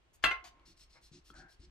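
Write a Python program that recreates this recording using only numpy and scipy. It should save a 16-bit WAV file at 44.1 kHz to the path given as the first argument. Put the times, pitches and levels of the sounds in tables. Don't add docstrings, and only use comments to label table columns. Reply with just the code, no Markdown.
import sys
import numpy as np
from scipy import signal
from scipy.fft import rfft, irfft, next_fast_len
from scipy.io import wavfile
from scipy.ndimage import uniform_filter1d

SR = 44100
rng = np.random.default_rng(int(sys.argv[2]) if len(sys.argv) > 2 else 0)


def dump_mix(stems):
    frames = np.atleast_2d(stems).T
    limited = np.clip(frames, -1, 1)
    pcm = np.round(limited * 32767).astype(np.int16)
    wavfile.write(sys.argv[1], SR, pcm)


def invert_db(x):
    u = np.asarray(x, float) / 20
    return 10 ** u


N = 74970
GRAINS_PER_S = 20000


def rms_one(x):
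    return x / np.sqrt(np.mean(x ** 2) + 1e-20)


def even(x, size):
    evenness = 0.4
    power = uniform_filter1d(x ** 2, size) + 1e-3
    return rms_one(x / power ** (evenness / 2))


def at_hz(points, hz):
    table_hz, values = np.transpose(points)
    return np.interp(np.log(hz + 1), np.log(table_hz), values)


def colour(x, spectrum, peaks=()):
    hz = np.arange(N // 2 + 1) * SR / N
    lift = 1 + sum(invert_db(db) / (1 + (2 * (hz - f) / width) ** 2) for f, width, db in peaks)
    return rms_one(irfft(rfft(x) * invert_db(at_hz(spectrum, hz)) * lift, N))


def ring(x, hz, t60):
    radius = invert_db(-60 / (t60 * SR))
    angle = 2 * np.pi * hz / SR
    return signal.lfilter([0, np.sin(angle)], [1, -2 * radius * np.cos(angle), radius ** 2], x + 1e-18)


def click(s, db):
    return invert_db(db) * (np.arange(N) == int(s * SR))


def hump(start, peak, end, db, roundness=0.91):
    phase = np.interp(np.arange(N) / SR, [start, peak, end], [0, np.pi / 2, np.pi])
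    return invert_db(db) * np.sin(phase).clip(0) ** roundness


def grains(per_s):
    spread_db = 1.5
    slips = (rng.random(N) < per_s / SR) * rng.choice([-1, 1], N)
    return slips * invert_db(spread_db * np.minimum(rng.exponential(1, N), 5))


def flutter(depth_db, count=300):
    steps = N // count + 2
    return invert_db(depth_db * np.interp(np.arange(N) / count, np.arange(steps), rng.standard_normal(steps)))


def slides(rows, source, split_hz):
    top = signal.sosfiltfilt(signal.butter(3, split_hz, "high", fs=SR, output="sos"), source)
    return sum(hump(start, peak, end, db, roundness=0.7) * (source + (invert_db(bright_db) - 1) * top)
               for start, peak, end, db, bright_db in rows)


def room_echo():
    # (f/Hz, t60/s)
    room_t60 = [(200, 0.4), (1000, 0.3), (3000, 0.23), (12000, 0.12)]
    early_s = 0.0017
    t = np.arange(SR // 2) / SR
    edges = 420 * 2 ** np.arange(0, 5.6, 0.5)
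    out = 0
    for low, high in zip(edges, edges[1:]):
        band_pass = signal.butter(2, [low, high], "band", fs=SR, output="sos")
        band = signal.sosfilt(band_pass, rng.standard_normal((2, len(t))))
        out = out + band * 1000. ** (-t / at_hz(room_t60, np.sqrt(low * high)))
    out = out * (1 - np.exp(-t / early_s))
    return out / np.sqrt(np.mean(np.sum(out ** 2, axis=1)))


def place(x, phase, pan, wet_db, room):
    size = next_fast_len(2 * N)
    hz = np.arange(size // 2 + 1) * SR / size
    half = invert_db(at_hz(pan, hz) / 2) * np.exp(0.5j * at_hz(phase, hz))
    paths = np.array([half, 1 / half]) + invert_db(wet_db) * rfft(room, size)
    return irfft(rfft(x, size) * paths, size)[:, :N]


def floor():
    # (f/Hz, level/dB per Hz)
    floor_spectrum = [(59, -28.5), (100, 7.5), (197, -4.5), (365, 0.5), (461, -4.5), (3190, -11),
                      (4290, -17.5), (8640, -27), (16000, -51.5)]
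    # (f/Hz, side minus mid/dB)
    floor_side = [(150, -1.5), (400, -3), (1000, 0.5)]
    # (f/Hz, level/dB)
    hum = [(355, -87.5), (1068, -88.5)]
    mid, side = rfft(colour(rng.standard_normal((2, N)), floor_spectrum))
    side = side * invert_db(at_hz(floor_side, np.arange(N // 2 + 1) * SR / N))
    noise = irfft(mid + side * [[1], [-1]], N)
    tones = sum(invert_db(db) * np.sin(2 * np.pi * hz * np.arange(N) / SR) for hz, db in hum)
    return invert_db(-76) * noise + tones


def desk():
    # (t/s, level/dB)
    rumble_level = [(0, -75.5), (.22, -70), (0.269, -51), (0.329, -59.5), (.5, -71.5), (.7, -68.5),
                    (.9, -66.5), (1.1, -70.5), (1.3, -68.5), (1.38, -59.5), (1.53, -72), (1.661, -61.5),
                    (1.7, -60)]
    # (f/Hz, level/dB per Hz)
    rumble_shape = [(7.1, -28), (12, -4.5), (54, 7.5), (65, 5), (86, -9), (130, -25.5), (170, -67.5),
                    (290, -120)]
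    # (start t/s, peak t/s, end t/s, level/dB, bass lift/dB)
    shakes = [
        (0.241, 0.252, 0.31, -51.5, -3),
        (0.423, 0.43, 0.79, -71.5, -13),
        (0.677, 0.68, 0.76, -71.5, 1.1),
        (0.799, 0.828, 0.82, -71.5, 5),
        (.92, 0.94, 1.14, -77, -5),
        (1.123, 1.155, 1.207, -62, 6.5),
        (1.305, 1.305, 1.335, -63, 5),
        (1.336, 1.41, 1.483, -63, 2),
        (1.593, 1.598, 1.73, -67.5, -0.5),
        (1.208, 1.223, 1.21, -74, 1.5),
    ]
    # (f/Hz, level/dB per Hz)
    wood_spectrum = [(50, -32.5), (90, -10.5), (175, 3.5), (225, -6), (270, -2), (358, 4.5), (420, -19.5),
                     (900, -86)]
    wood = even(colour(rng.standard_normal(N), wood_spectrum), size=600)
    deep = signal.sosfiltfilt(signal.butter(3, 230, fs=SR, output="sos"), wood)
    shake = sum(hump(start, peak, end, db, roundness=0.8) * (wood + (invert_db(deep_db) - 1) * deep)
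                for start, peak, end, db, deep_db in shakes)
    s, db = np.transpose(rumble_level)
    level = invert_db(np.interp(np.arange(N) / SR, s, db))
    mid, side = level * colour(rng.standard_normal((2, N)), rumble_shape)
    return shake + mid + invert_db(-17) * side * [[1], [-1]]


def scuffs():
    # (start t/s, peak t/s, end t/s, level/dB, brightness/dB)
    moves = [
        (0.13, .15, 0.17, -73.5, 14),
        (0.44, 0.443, 0.5, -54, -2.5),
        (.225, .228, 0.26, -56.5, -6.5),
    ]
    # (f/Hz, level/dB per Hz)
    scuff_spectrum = [(500, -19), (1000, 0), (3000, -1), (5000, -5), (9000, -9.5), (13300, -17.5),
                      (16000, -15)]
    # (f/Hz, width/Hz, level/dB)
    scuff_peaks = [(3049, 95, 3), (4660, 220, 6), (6690, 220, 8.5), (13200, 300, 5), (705, 70, 16.5),
                   (1083, 50, 6.5), (5650, 120, 4)]
    return slides(moves, colour(grains(GRAINS_PER_S / 2), scuff_spectrum, scuff_peaks), 7000)


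def small_ticks():
    # (t/s, level/dB, f/Hz, t60/s)
    ticks = [(.233, -54, 1850, .009), (.4535, -56, 1100, .012), (.4845, -57, 1550, .012),
             (.5972, -52, 2800, .0015), (.5974, -62, 1120, .02), (.598, -72, 4400, .02),
             (1.116, -49.5, 150, .06), (1.3025, -46, 1336, .03), (1.3026, -54, 420, .012),
             (1.303, -55, 3300, .023), (1.3415, -56, 1560, .03), (1.342, -54, 7250, .0035),
             (1.596, -48, 77, .09), (1.6, -70, 8600, .03)]
    return sum(ring(click(s, db), hz, t60) for s, db, hz, t60 in ticks)


def dropped_object():
    # (f/Hz, level/dB, t60/s)
    drop_modes = [(725, -18, 0.4), (1065.7, -15.5, 0.74), (1371.4, 2, 0.12), (1492, 1.5, 0.02),
                  (1714, -8.5, 0.069), (2017, 3.5, 0.1), (2230, -3.5, 0.026), (2692, -1, 0.098),
                  (3200, -5.5, 0.083), (3380, -10.5, 0.0677), (4153, -11.5, 0.034), (4700, -16, 0.056),
                  (6306, -26, .04), (11570, -36.5, .05)]
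    # (f/Hz, level/dB, t60/s)
    bounce_modes = [(697, -20, 0.1), (911, -13.5, 0.092), (1070, -13, 0.2), (1490, -3.5, 0.035),
                    (2091, 3.5, 0.044), (2446, -5.5, .055), (2930, -8.5, 0.041), (3460, -12.5, 0.051),
                    (4020, -15, 0.046), (4530, -20, 0.043), (5880, -22.5, 0.055)]
    # (delay t/s, level/dB)
    drop_chatter = [(0, -7.5), (.0014, -2), (.004, -0.5), (.0072, -7.5), (.015, -1.5), (0.0183, -3.5)]
    # (delay t/s, level/dB)
    bounce_chatter = [(0, -6), (.0025, -0.5), (.005, -3), (.0165, -7)]
    # (f/Hz, level/dB per Hz)
    crack_spectrum = [(120, -58), (300, -18.5), (700, -19), (1150, -6), (1700, -2.5), (2700, -5.5),
                      (4600, -14.5), (5400, -21.5), (13500, -33), (16000, -43)]
    crack_t60_s, wobble_db = 0.099, 2
    # t/s, level/dB, modes, crack level/dB, rattle
    contacts = ((0.239, -31.5, drop_modes, -23, drop_chatter),
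                (0.3102, -34.5, bounce_modes, -44, bounce_chatter))
    t = np.arange(N) / SR
    crack = colour(rng.standard_normal(N), crack_spectrum)
    out = 0
    for s, db, modes, crack_db, chatter in contacts:
        for hz, mode_db, t60 in modes:
            hits = sum(click(s + late + rng.uniform(0, 0.00033), db + mode_db + loss_db + rng.normal(0, 1.39))
                       for late, loss_db in chatter)
            out = out + ring(hits, hz, t60) * flutter(wobble_db, count=250)
        out = out + invert_db(crack_db) * crack * (t >= s) * 1000. ** (-np.abs(t - s) / crack_t60_s)
    return out


def rustle():
    # (start t/s, peak t/s, end t/s, level/dB)
    rustles = [
        (0.939, 0.968, 1, -63.5),
        (0.49, 0.61, 0.717, -74.5),
        (1.33, 1.334, 1.515, -71.5),
    ]
    # (f/Hz, width/Hz, level/dB)
    edge_peaks = [(569, 25, -8), (951, 19, 2.5), (1220, 30, -9), (1368, 26, -1.5), (1663, 17, -1),
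                  (2164, 144, -3)]
    spectrum = [(250, -55.5), (500, 5.5), (2500, -2.5), (6000, -58)]   # (f/Hz, level/dB per Hz)
    peaks = [(f, 2 * width, 12.5 + db) for f, width, db in edge_peaks]
    edge = colour(grains(GRAINS_PER_S / 4), spectrum, peaks)
    return sum(hump(*row) for row in rustles) * edge


def strokes():
    # (start t/s, peak t/s, end t/s, level/dB, brightness/dB)
    rubs = [
        (0.651, 0.674, 0.74, -63, 3.5),
        (0.762, 0.829, 0.85, -63.5, 7),
        (.892, 0.913, 1, -67.5, 0.5),
        (1.009, 1.051, 1.098, -67, 8.5),
        (1.114, 1.14, 1.203, -63, -11.5),
        (1.24, 1.294, 1.324, -66.5, 10.5),
        (1.344, 1.38, 1.434, -63.5, -6),
        (1.48, 1.519, 1.556, -68, 9),
        (1.591, 1.647, 1.66, -67, -15),
    ]
    # (f/Hz, level/dB per Hz)
    paper = [(710, -36), (1200, -13.5), (1610, -15), (2760, -8.5), (2980, -8), (4360, -5), (4960, -6),
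             (5410, -5), (16000, -32)]
    # (f/Hz, width/Hz, level/dB)
    sheet = [(4410, 280, 2.5), (5420, 150, 4.5), (6800, 80, -1), (7850, 170, 4.5), (9540, 200, 1),
             (2730, 43, -9), (4066, 54, 1), (5230, 64, 2), (6120, 70, -3), (8680, 90, 5)]
    shift, change_db = 0.015, 3.5
    slips = grains(GRAINS_PER_S) * flutter(1.5)
    out = 0
    for row in rubs:
        chance = rng.standard_normal((len(sheet), 2))
        peaks = [(f * (1 + shift * a), width, db + change_db * b)
                 for (f, width, db), (a, b) in zip(sheet, chance)]
        out = out + slides([row], colour(slips, paper, peaks), 10000)
    return out


def creak():
    # (t/s, level/dB, f/Hz)
    creak_path = [
        (1.332, -85, 1401),
        (1.341, -59, 1498),
        (1.377, -64.5, 1482),
        (1.408, -58, 1602),
        (1.442, -63.5, 1534),
        (1.489, -67, 1660),
        (1.502, -67.5, 1658),
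        (1.52, -90, 1780),
    ]
    width_hz, low_hz, low_db = 230, 741, -9.5
    s, db, hz = np.transpose(creak_path)
    t = np.arange(N) / SR
    slips = rng.standard_normal((2, N))
    radius = np.exp(-np.pi * width_hz / SR)
    narrow = signal.lfilter([1], [1, -2 * radius, radius ** 2], slips[0] + 1j * slips[1])
    high = (narrow * np.exp(2j * np.pi * np.cumsum(np.interp(t, s, hz)) / SR)).real
    low = ring(ring(slips[0], low_hz, 0.015), low_hz, 0.016)
    level = invert_db(np.interp(t, s, db, left=-150, right=-150))
    return level * (even(rms_one(high), size=300) + invert_db(low_db) * rms_one(low))


def scene():
    # (f/Hz, left lead/rad)
    drop_phase = [(300, 0.73), (780, -.5), (1200, 1.6), (2150, -0.6), (2700, 0), (5700, -2), (16000, 6)]
    rub_phase = [(300, 0.05), (600, 0.92), (2800, 1.14), (5400, 1.31), (16000, 2)]
    # (f/Hz, left minus right/dB)
    drop_pan = [(1200, -0.2), (2500, 10.5), (14000, -7.5)]
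    rub_pan = [(1000, 5), (5000, 2.7), (14000, -3.5)]
    room = room_echo()
    near = scuffs() + small_ticks() + rustle() + strokes() + creak()
    drop = place(dropped_object(), drop_phase, drop_pan, -5.5, room)
    return drop + place(near, rub_phase, rub_pan, -7.5, room) + desk() + floor()


def low_pass(x):
    return signal.sosfilt(signal.butter(12, 16450, fs=SR, output="sos"), x)


def record(dry):
    mix = signal.sosfilt(signal.cheby2(12, 50, 16000, fs=SR, output="sos"), dry)
    return low_pass(mix)


dry = scene()
out = record(dry)
dump_mix(out)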